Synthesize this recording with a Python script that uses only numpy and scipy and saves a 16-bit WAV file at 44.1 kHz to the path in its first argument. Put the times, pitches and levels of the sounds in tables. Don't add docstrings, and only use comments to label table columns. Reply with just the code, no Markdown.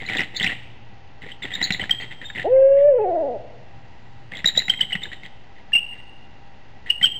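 import sys
import numpy as np
from scipy import signal
from scipy.fft import rfft, irfft, next_fast_len
from scipy.io import wavfile
from scipy.ndimage import uniform_filter1d

SR = 44100
rng = np.random.default_rng(int(sys.argv[2]) if len(sys.argv) > 2 else 0)


def wav_out(sig):
    wavfile.write(sys.argv[1], SR, np.round(np.clip(np.atleast_2d(sig).T, -1, 1) * 32767).astype(np.int16))


def voltage_ratio(decibels):
    exponent = np.asarray(decibels, float) / 20
    return 10 ** exponent


N = 317079

# (centre [s], peak [dB], pitch [Hz])
PIPS = [(0.066, -28, 4050), (0.3701, -23.5, 4350), (1.4289, -26, 3610), (1.4406, -27, 3490),
        (1.5258, -30, 3340), (1.5406, -21, 3720), (1.5541, -20.5, 3770), (1.63, -13.5, 3974),
        (1.6421, -16, 4316), (1.6517, -21, 3970), (1.9132, -6, 3200), (2.012, -34.5, 4300),
        (2.121, -36.5, 3540), (2.2861, -34, 3330), (4.461, -6.5, 3892), (4.4771, -10.5, 3925),
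        (4.4865, -12.5, 3810), (4.5785, -5, 3896), (4.5935, -14, 3963), (4.7016, -4, 3178),
        (4.8129, -8, 3095), (4.8201, -18.5, 3290), (4.9312, -14, 2977), (5.037, -21.5, 3705),
        (5.134, -34, 3700), (5.2522, -35, 3260), (6.9055, -5.5, 2902)]
# (centre [s], peak [dB], pitch [Hz])
SQUEAKS = [(0.172, -17, 3620), (0.1849, -13, 2730), (0.3489, -29, 3770), (0.3666, -17, 3890),
           (0.4, -16, 3010), (0.4213, -19.5, 3160), (0.4302, -14, 3695), (0.4657, -11, 2530),
           (0.476, -14.5, 3070), (1.7246, -13, 3900), (1.731, -23.5, 3860), (1.7391, -16, 3700),
           (2.3806, -23, 2710), (4.355, -26.5, 3275), (4.3718, -25, 3680), (4.5638, -20.5, 3520)]
# (centre [s], peak [dB], pitch [Hz], width [ms])
WHISTLES = [(0.3662, -27, 3640, 13), (1.3207, -27.5, 3110, 6.8), (1.8159, -23.5, 3084, 8.8),
            (2.2614, -30.5, 3710, 22), (2.3, -38, 3750, 25), (2.336, -40, 3655, 15), (2.37, -38, 3540, 14),
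            (5.7385, -8, 2833, 10), (5.7575, -8, 2831, 15), (5.769, -13, 2778, 8.9), (5.787, -17, 2880, 23),
            (6.9, -26, 2930, 11), (7.032, -10, 3120, 7.1), (7.0445, -3.5, 3192, 12),
            (7.0585, -8.5, 3080, 4.1), (7.067, -14.5, 2900, 6.4)]
PIP_MS, SQUEAK_MS = 6.34, 1.9

# (start [s], length [s], effort [dB])
SYLLABLES = [(0.003, .075, -26.5), (0.085, .155, -19.5), (0.347, .055, -31.5), (0.399, .13, -19.5),
             (1.22, .06, -32), (1.289, 0.033, -30.5), (1.423, 0.063, -26), (1.507, 0.091, -27.5),
             (1.607, .086, -25.5), (1.721, .048, -28.5), (1.797, .05, -20.5), (1.905, .046, -33.5),
             (2.001, .048, -24.5), (2.11, 0.02, -28.5), (2.216, .034, -29), (2.351, .08, -24),
             (2.769, .048, -38), (4.32, .086, -27.5), (4.461, .044, -25), (4.553, .072, -24.5),
             (4.696, .035, -27), (4.793, .05, -26), (4.907, 0.024, -25.5), (5.02, .04, -29),
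             (5.118, .02, -26.5), (5.234, 0.034, -32), (5.566, .04, -44.5), (5.927, .075, -42.5),
             (6.863, 0.046, -30.5), (7.019, .055, -27)]
# (time [s], peak [dB], ring [Hz])
ACCENTS = [(0.0984, -13.5, 2012), (0.134, -16, 2016), (0.151, -13, 1930), (0.089, -16.5, 2300),
           (0.1936, -10.5, 1980), (0.2066, -8.5, 1957), (0.2168, -13, 1912), (0.4092, -14.5, 2005),
           (0.4352, -13.5, 2007), (0.4442, -7, 1976), (0.4552, -15, 1990), (0.4958, -19, 1812),
           (1.4529, -19.5, 1960), (1.615, -10.5, 1965), (1.7063, -9.5, 1970), (1.7473, -16.5, 1994),
           (1.7969, -16, 1944), (1.8152, -20, 2110), (1.8957, -13, 1960), (2.3015, -24.5, 1746),
           (2.3968, -16, 1824), (4.445, -10.5, 1884), (4.683, -14, 2046), (4.7382, -19.5, 2013),
           (4.9539, -13, 1960), (5.7211, -29, 1800), (5.752, -20.5, 2220), (5.766, -34.5, 1778),
           (7.0142, -18, 1970), (7.033, -20, 2275)]
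# (centre [Hz], width [Hz], level [dB])
PUFF_RESONANCES = [(182, 51, -1), (762, 52, -6), (1515, 83, -11), (2357, 860, 4.5), (3700, 290, -25.5),
                   (4300, 650, -13.5)]
PULSE_GAP_S, GAP_SPREAD = 0.0095, 0.22
FIRST_PULSE_DB, PULSE_SPREAD_DB, EDGE_LOSS_DB = 1, 3.0, 1
RING_HZ, RING_SPREAD_HZ = 1970, 90
BEAK_DB, CHEST_DB, AIR_RISE_S, AIR_FALL_S = -17.5, -24, 0.004, 0.021

# (time [s], peak [dB])
THUMPS = [(0.019, -26.5), (0.093, -30), (0.153, -19.5), (0.189, -19), (0.209, -22.5), (0.339, -32.5),
          (0.407, -20.5), (0.464, -24.5), (0.519, -22), (1.233, -30.5), (1.26, -25.5), (1.444, -22),
          (1.579, -29.5), (1.611, -22.5), (1.658, -33.5), (1.703, -24.5), (1.74, -30), (1.794, -24),
          (1.823, -20), (1.931, -31.5), (2.019, -32.5), (2.039, -32.5), (2.224, -32), (2.369, -25.5),
          (2.39, -26.5),
          (4.319, -28.5), (4.359, -30.5), (4.443, -31.5), (4.566, -26.5), (4.605, -35.5), (4.827, -30),
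               (4.942, -31), (5.062, -30), (5.239, -38)]
THUMP_S, THUMP_DB = 0.0045, -10

# (time [s], pitch [Hz], level [dB])
HOOT = [
    (2.44, 215.5, -17),
    (2.492, 478, -22),
    (2.533, 524.7, -13),
    (2.811, 562.4, -12.5),
    (2.885, 594, -11.5),
    (2.951, 498.7, -18),
    (3.074, 364.6, -21),
    (3.2, 320, -21),
    (3.383, 195.2, -30),
]
# (frequency [Hz], gain [dB])
OWL_THROAT = [(200, -9), (350, -4.5), (520, 9), (700, 9), (900, -7.5), (1100, -29.5), (1600, -30),
              (2200, -33), (2700, -31.5), (3300, -48)]
QUAVER_HZ, QUAVER_TOP_S, QUAVER_SHARE = 16.7, 3.151, 0.052
QUAVER_BELOW_HZ, QUAVER_FULL_HZ = 520, 472
HOOT_ATTACK_S, HOOT_RELEASE_S = 0.02, 0.03

# (frequency [Hz], T60 [s])
WOOD_T60 = [(100, 1), (600, 1.03), (2000, 0.46), (2900, 1.07), (3900, 0.59), (5500, 0.47)]
# (delay [s], level [dB])
ECHOES = [
    (.122, -13),
    (.215, -21),
]

# (frequency [Hz], density [dB per Hz])
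NIGHT = [(15, -5.5), (27, -20.5), (70, -11.5), (151, -19), (225, -19.5), (305, -23.5), (550, -27),
         (966, -23.5), (1060, -33), (1500, -32), (2300, -34.5), (3500, -38.5), (5500, -45.5)]
# (centre [Hz], width [Hz], boost [dB])
HOUSING = [(798.4, 11, 12.5), (1960, 96, 9.5), (2720, 200, 6.5)]
# (time [s], level [dB])
HUM = [(0.0, -47.5), (1.14, -52), (1.58, -51.5), (4.31, -48.5), (5.63, -62.5), (7.19, -58)]
NIGHT_DB, HUM_HZ = -46.5, 116.1

# (frequency [Hz], level re tone [dB])
MASK = [(1000, -65), (1400, -69), (2000, -84), (3000, -69), (3900, -67.5), (5500, -71)]
SLOW = 4
LEAK_POWER = 3.006
IMAGE_GATE_DB, IMAGE_FROM_HZ = -78.5, 7300


def rms_one(x):
    return x / np.sqrt(np.mean(x ** 2) + 1e-20)


def at_hz(points, hz):
    table = np.array(points)
    return np.interp(np.log(hz + 1), np.log(table[:, 0]), table[:, 1])


def resonance(x, hz, width_hz):
    r = np.exp(-np.pi * width_hz / SR)
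    poles = [1, -2 * r * np.cos(2 * np.pi * hz / SR), r * r]
    return signal.lfilter([(1 - r * r) / 2, 0, (r * r - 1) / 2], poles, x)


def band_pass(x, low_hz, high_hz, order):
    return signal.sosfilt(signal.butter(order, [low_hz, high_hz], "band", fs=SR, output="sos"), x)


def add(out, s, piece):
    i = max(round(s * SR), 0)
    out[i:i + len(piece)] += piece[:N - i]


def pulses():
    rows, hard_s = list(ACCENTS), np.array(ACCENTS)[:, 0]
    draws = rng.standard_normal((len(SYLLABLES), 3, 24))
    for (start, length, effort_db), (gap, size, tune) in zip(SYLLABLES, draws):
        late = np.cumsum(PULSE_GAP_S * np.exp(GAP_SPREAD * gap))
        late = late - late[0]
        level_db = effort_db + np.where(late > 0, PULSE_SPREAD_DB * size, FIRST_PULSE_DB)
        level_db = level_db - EDGE_LOSS_DB * (late / length) ** 2
        distance_s = np.abs(start + late[:, None] - hard_s).min(axis=1)
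        free = (late < length) & (distance_s > PULSE_GAP_S / 2)
        ring_hz = RING_HZ + RING_SPREAD_HZ * tune
        rows += list(np.transpose([start + late, level_db, ring_hz])[free])
    return rows


def rasps():
    ring, puff, crack = np.zeros((3, N))
    t = np.arange(1300) / SR
    burst_shape = t / 0.002 * np.exp(1 - t / 0.002)
    shape = (t / 0.0016) ** 1.45 * np.exp(1.2 - 1.132 * t / 0.0015)
    ragged_shape = t / 0.0045 * np.exp(1 - t / 0.006)
    for (s, level_db, hz), draw in zip(pulses(), rng.standard_normal((300, len(t) + 2))):
        tone = 0.7 * shape * np.sin(2 * np.pi * hz * t + 3 * draw[0])
        ragged = voltage_ratio(-23) * rms_one(resonance(draw[:1:-1], hz, width_hz=140)) * ragged_shape
        add(ring, s - 0.0016, voltage_ratio(level_db) * (tone + ragged))
        burst = burst_shape * draw[2:]
        add(puff, s - 0.002, voltage_ratio(1.133 * level_db - 4 + 2 * draw[1]) * burst)
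        add(crack, s - 0.002, voltage_ratio(2 * level_db) * burst)
    coloured = np.zeros(N)
    for hz, width_hz, level_db in PUFF_RESONANCES:
        coloured += voltage_ratio(level_db) * resonance(puff + 1e-18, hz, width_hz) * np.sqrt(4000 / width_hz)
    voice = signal.sosfilt(signal.butter(8, 4100, fs=SR, output="sos"), ring + voltage_ratio(-7) * coloured)
    return voice + voltage_ratio(-5.0) * band_pass(crack + 1e-18, 4300, 6000, 2)


def pips():
    out, t = np.zeros(N), np.arange(-1100, 2600) / SR
    notes = WHISTLES + [(*row, PIP_MS) for row in PIPS] + [(*row, SQUEAK_MS) for row in SQUEAKS]
    draws = rng.standard_normal((len(notes), len(t) + 2))
    for (s, level_db, hz, width_ms), draw in zip(notes, draws):
        skew = np.where(t < 0, 1.1, 0.93)
        bell = 0.5 ** (np.abs(2000 * t / width_ms) * skew) ** 2.5
        bend = (3.2 + 0.5 * draw[0]) * min(PIP_MS / width_ms, 1)
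        phase = 2 * np.pi * hz * (t - bend * t * np.abs(t)) + 2 * np.pi * hz * s
        tone = np.sin(phase) + voltage_ratio(-33.0) * np.sin(2 * phase)
        clean = np.clip(1.44 + level_db / 30 + width_ms / 25, 0.35, 1)
        air = rms_one(band_pass(draw[2:], hz - 330, hz + 330, 4))
        linger = np.where(t < 0, bell ** 0.24, np.exp(-t / 0.016))
        air_db = 0.87 * min(level_db, -15) - 14 - 0.5 * width_ms
        splash = band_pass(draw[:1:-1], 3900, 6000, 2)
        splash_db = 1.15 * level_db - 5.0 - 2.0 * width_ms + 18.0 * np.minimum(hz / 1000 - 3.2, 0)
        add(out, s - 0.002 + t[0], voltage_ratio(splash_db) * np.sqrt(bell) * splash)
        add(out, s + t[0], voltage_ratio(level_db) * clean * bell * tone + voltage_ratio(air_db) * linger * air)
    return out


def breath():
    effort, t = np.zeros(N), np.arange(N) / SR
    white = rng.standard_normal((3, N))
    flutter = voltage_ratio(4.8 * rms_one(resonance(white[2], 130, width_hz=90)))
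    beak = resonance(white[0], 1980, 210)
    beak = beak + 0.61 * resonance(white[0], 2800, 550) - 0.37 * resonance(white[0], 3870, 270)
    beak = rms_one(flutter * band_pass(beak, 1500, 4200, 5))
    chest = rms_one(band_pass(flutter * white[1], 40, 550, 2))
    for start, length, effort_db in SYLLABLES:
        slope = np.minimum((t - start) / AIR_RISE_S, (start + length - t) / AIR_FALL_S)
        effort += voltage_ratio(effort_db) * np.exp(np.minimum(slope, 0))
    return effort * (voltage_ratio(BEAK_DB) * beak + voltage_ratio(CHEST_DB) * chest)


def thumps():
    out, t = np.zeros(N), np.arange(1300) / SR
    shape = t / THUMP_S * np.exp(1 - t / THUMP_S)
    for (s, level_db), draw in zip(THUMPS, rng.standard_normal((40, len(t)))):
        puff = shape * rms_one(band_pass(draw, 45, 860, 3))
        add(out, s, voltage_ratio(level_db + THUMP_DB) * puff / np.abs(puff).max())
    return out + 3.2 * resonance(out, 120, width_hz=140) + 0.85 * resonance(out, 770, width_hz=55)


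def owl():
    t = np.arange(N) / SR
    s, *columns = np.transpose(HOOT)
    pitch, level_db = [np.interp(t, s, c) for c in columns]
    quaver = np.clip((QUAVER_BELOW_HZ - pitch) / (QUAVER_BELOW_HZ - QUAVER_FULL_HZ), 0, 1)
    quaver = QUAVER_SHARE * quaver * (t > s[np.argmax(columns[0])])
    pitch = pitch * (1 + quaver * np.cos(2 * np.pi * QUAVER_HZ * (t - QUAVER_TOP_S)))
    phase = 2 * np.pi * np.cumsum(pitch) / SR
    orders = np.arange(1, 7)[:, None]
    slack = np.clip(1.35 - pitch / 430, 0.12, 1)
    draws = rng.standard_normal((len(orders), N))
    flicker_db = 3.9 * np.array([rms_one(resonance(row, 4.5, width_hz=23)) for row in draws])
    gains = voltage_ratio(at_hz(OWL_THROAT, orders * pitch)) * slack ** (0.34 * np.minimum(orders - 1, 2))
    gains = gains * np.where(orders * pitch > 1350, voltage_ratio(0.87 * (level_db + 21.5) + flicker_db), 1)
    tone = np.sum(gains * np.sin(orders * phase), axis=0) / np.sqrt(np.sum(gains ** 2, axis=0) / 2)
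    ramp = np.minimum((t - s[0]) / HOOT_ATTACK_S, (s[-1] - t) / HOOT_RELEASE_S)
    return tone * voltage_ratio(level_db) * np.clip(ramp, 0, 1)


def wood(x, tail_db, echo_db, rise_s, near=0):
    t, edges_hz = np.arange(SR) / SR, np.geomspace(80, 5500, 10)
    tail = np.zeros(SR)
    for low, high in zip(edges_hz, edges_hz[1:]):
        scatter = band_pass(rng.standard_normal(SR), low, high, 2)
        tail += scatter * voltage_ratio(-60 * t / at_hz(WOOD_T60, np.sqrt(low * high)))
    onset = np.clip(t / rise_s, 0, 1) + near * np.exp(-t / 0.02)
    tail *= onset * voltage_ratio(tail_db)
    tail[0] = 1
    for lag, level_db in ECHOES:
        tail[round(lag * SR)] += voltage_ratio(level_db + echo_db)
    return signal.fftconvolve(x, tail)[:N]


def night():
    size = next_fast_len(N)
    colour = voltage_ratio(at_hz(NIGHT, np.fft.rfftfreq(size, 1 / SR)))
    hiss = irfft(rfft(rng.standard_normal(size)) * colour, size)[:N]
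    hiss = hiss + sum((voltage_ratio(boost_db) - 1) * resonance(hiss, hz, width_hz) for hz, width_hz, boost_db in HOUSING)
    hum = resonance(resonance(rng.standard_normal(N), HUM_HZ, width_hz=16), HUM_HZ, width_hz=16)
    hum_db = np.interp(np.arange(N) / SR, *np.transpose(HUM))
    return voltage_ratio(NIGHT_DB) * rms_one(hiss) + voltage_ratio(hum_db) * rms_one(hum)


def scene():
    chatter = wood(rasps() + breath() + thumps(), tail_db=-49, echo_db=-17.0, rise_s=0.0038)
    whistles = wood(pips(), tail_db=-48, echo_db=-19, rise_s=0.0023, near=2.0)
    hoot = wood(owl(), tail_db=-48, echo_db=-7, rise_s=0.1, near=1.5)
    return (whistles + chatter + hoot + night())[None]


def masked(x):
    hz, _, bins = signal.stft(x, SR / SLOW, "cosine", 1024)
    power = uniform_filter1d(np.abs(bins) ** 2, size=11, axis=0)
    loud = np.sum(np.abs(bins[(hz > 300) & (hz < 1000)]) ** 2, axis=0)
    loud = np.maximum(loud, signal.lfilter([0.3], [1, -0.62], loud))
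    kept = power > loud * voltage_ratio(at_hz(MASK, hz))[:, None] ** 2
    return signal.istft(bins * (kept | (hz[:, None] < 1000)), SR / SLOW, "cosine", 1024)[1][:len(x)]


def stretched(slow):
    size = next_fast_len(N + SLOW)
    stuffed = np.zeros(size)
    stuffed[:len(slow) * SLOW:SLOW] = SLOW * slow
    hz = np.fft.rfftfreq(size, 1 / SR)
    leak = np.abs(np.sinc(hz * SLOW / SR) / np.sinc(hz / SR)) ** LEAK_POWER
    passed = (np.abs(hz - SR / SLOW) > 1750) & (hz < 15900)
    spectrum = rfft(stuffed) * passed * leak
    base = irfft(spectrum * (hz < IMAGE_FROM_HZ), size)[:N]
    images = irfft(spectrum * (hz >= IMAGE_FROM_HZ), size)[:N]
    power = uniform_filter1d(images ** 2, size=1024)
    return base + images * power ** 2 / (power ** 2 + voltage_ratio(4 * IMAGE_GATE_DB))


def top_cut(x):
    return signal.sosfilt(signal.butter(12, 16300, fs=SR, output="sos"), x)


def record(dry):
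    slow = signal.resample_poly(dry[0], 1, SLOW)
    rising = np.sinc(np.fft.rfftfreq(len(slow))) ** -LEAK_POWER
    slow = irfft(rfft(slow) * np.sqrt(rising), len(slow))
    top, knee = 0.56, 7
    limited = slow / (1 + np.abs(slow / top) ** knee) ** (1 / knee)
    slow = masked(limited + 0.015 * slow ** 2)
    slow = irfft(rfft(slow) * np.sqrt(rising), len(slow))
    mix = stretched(slow)[None] - 0.0129
    return top_cut(mix)


dry = scene()
out = record(dry)
wav_out(out)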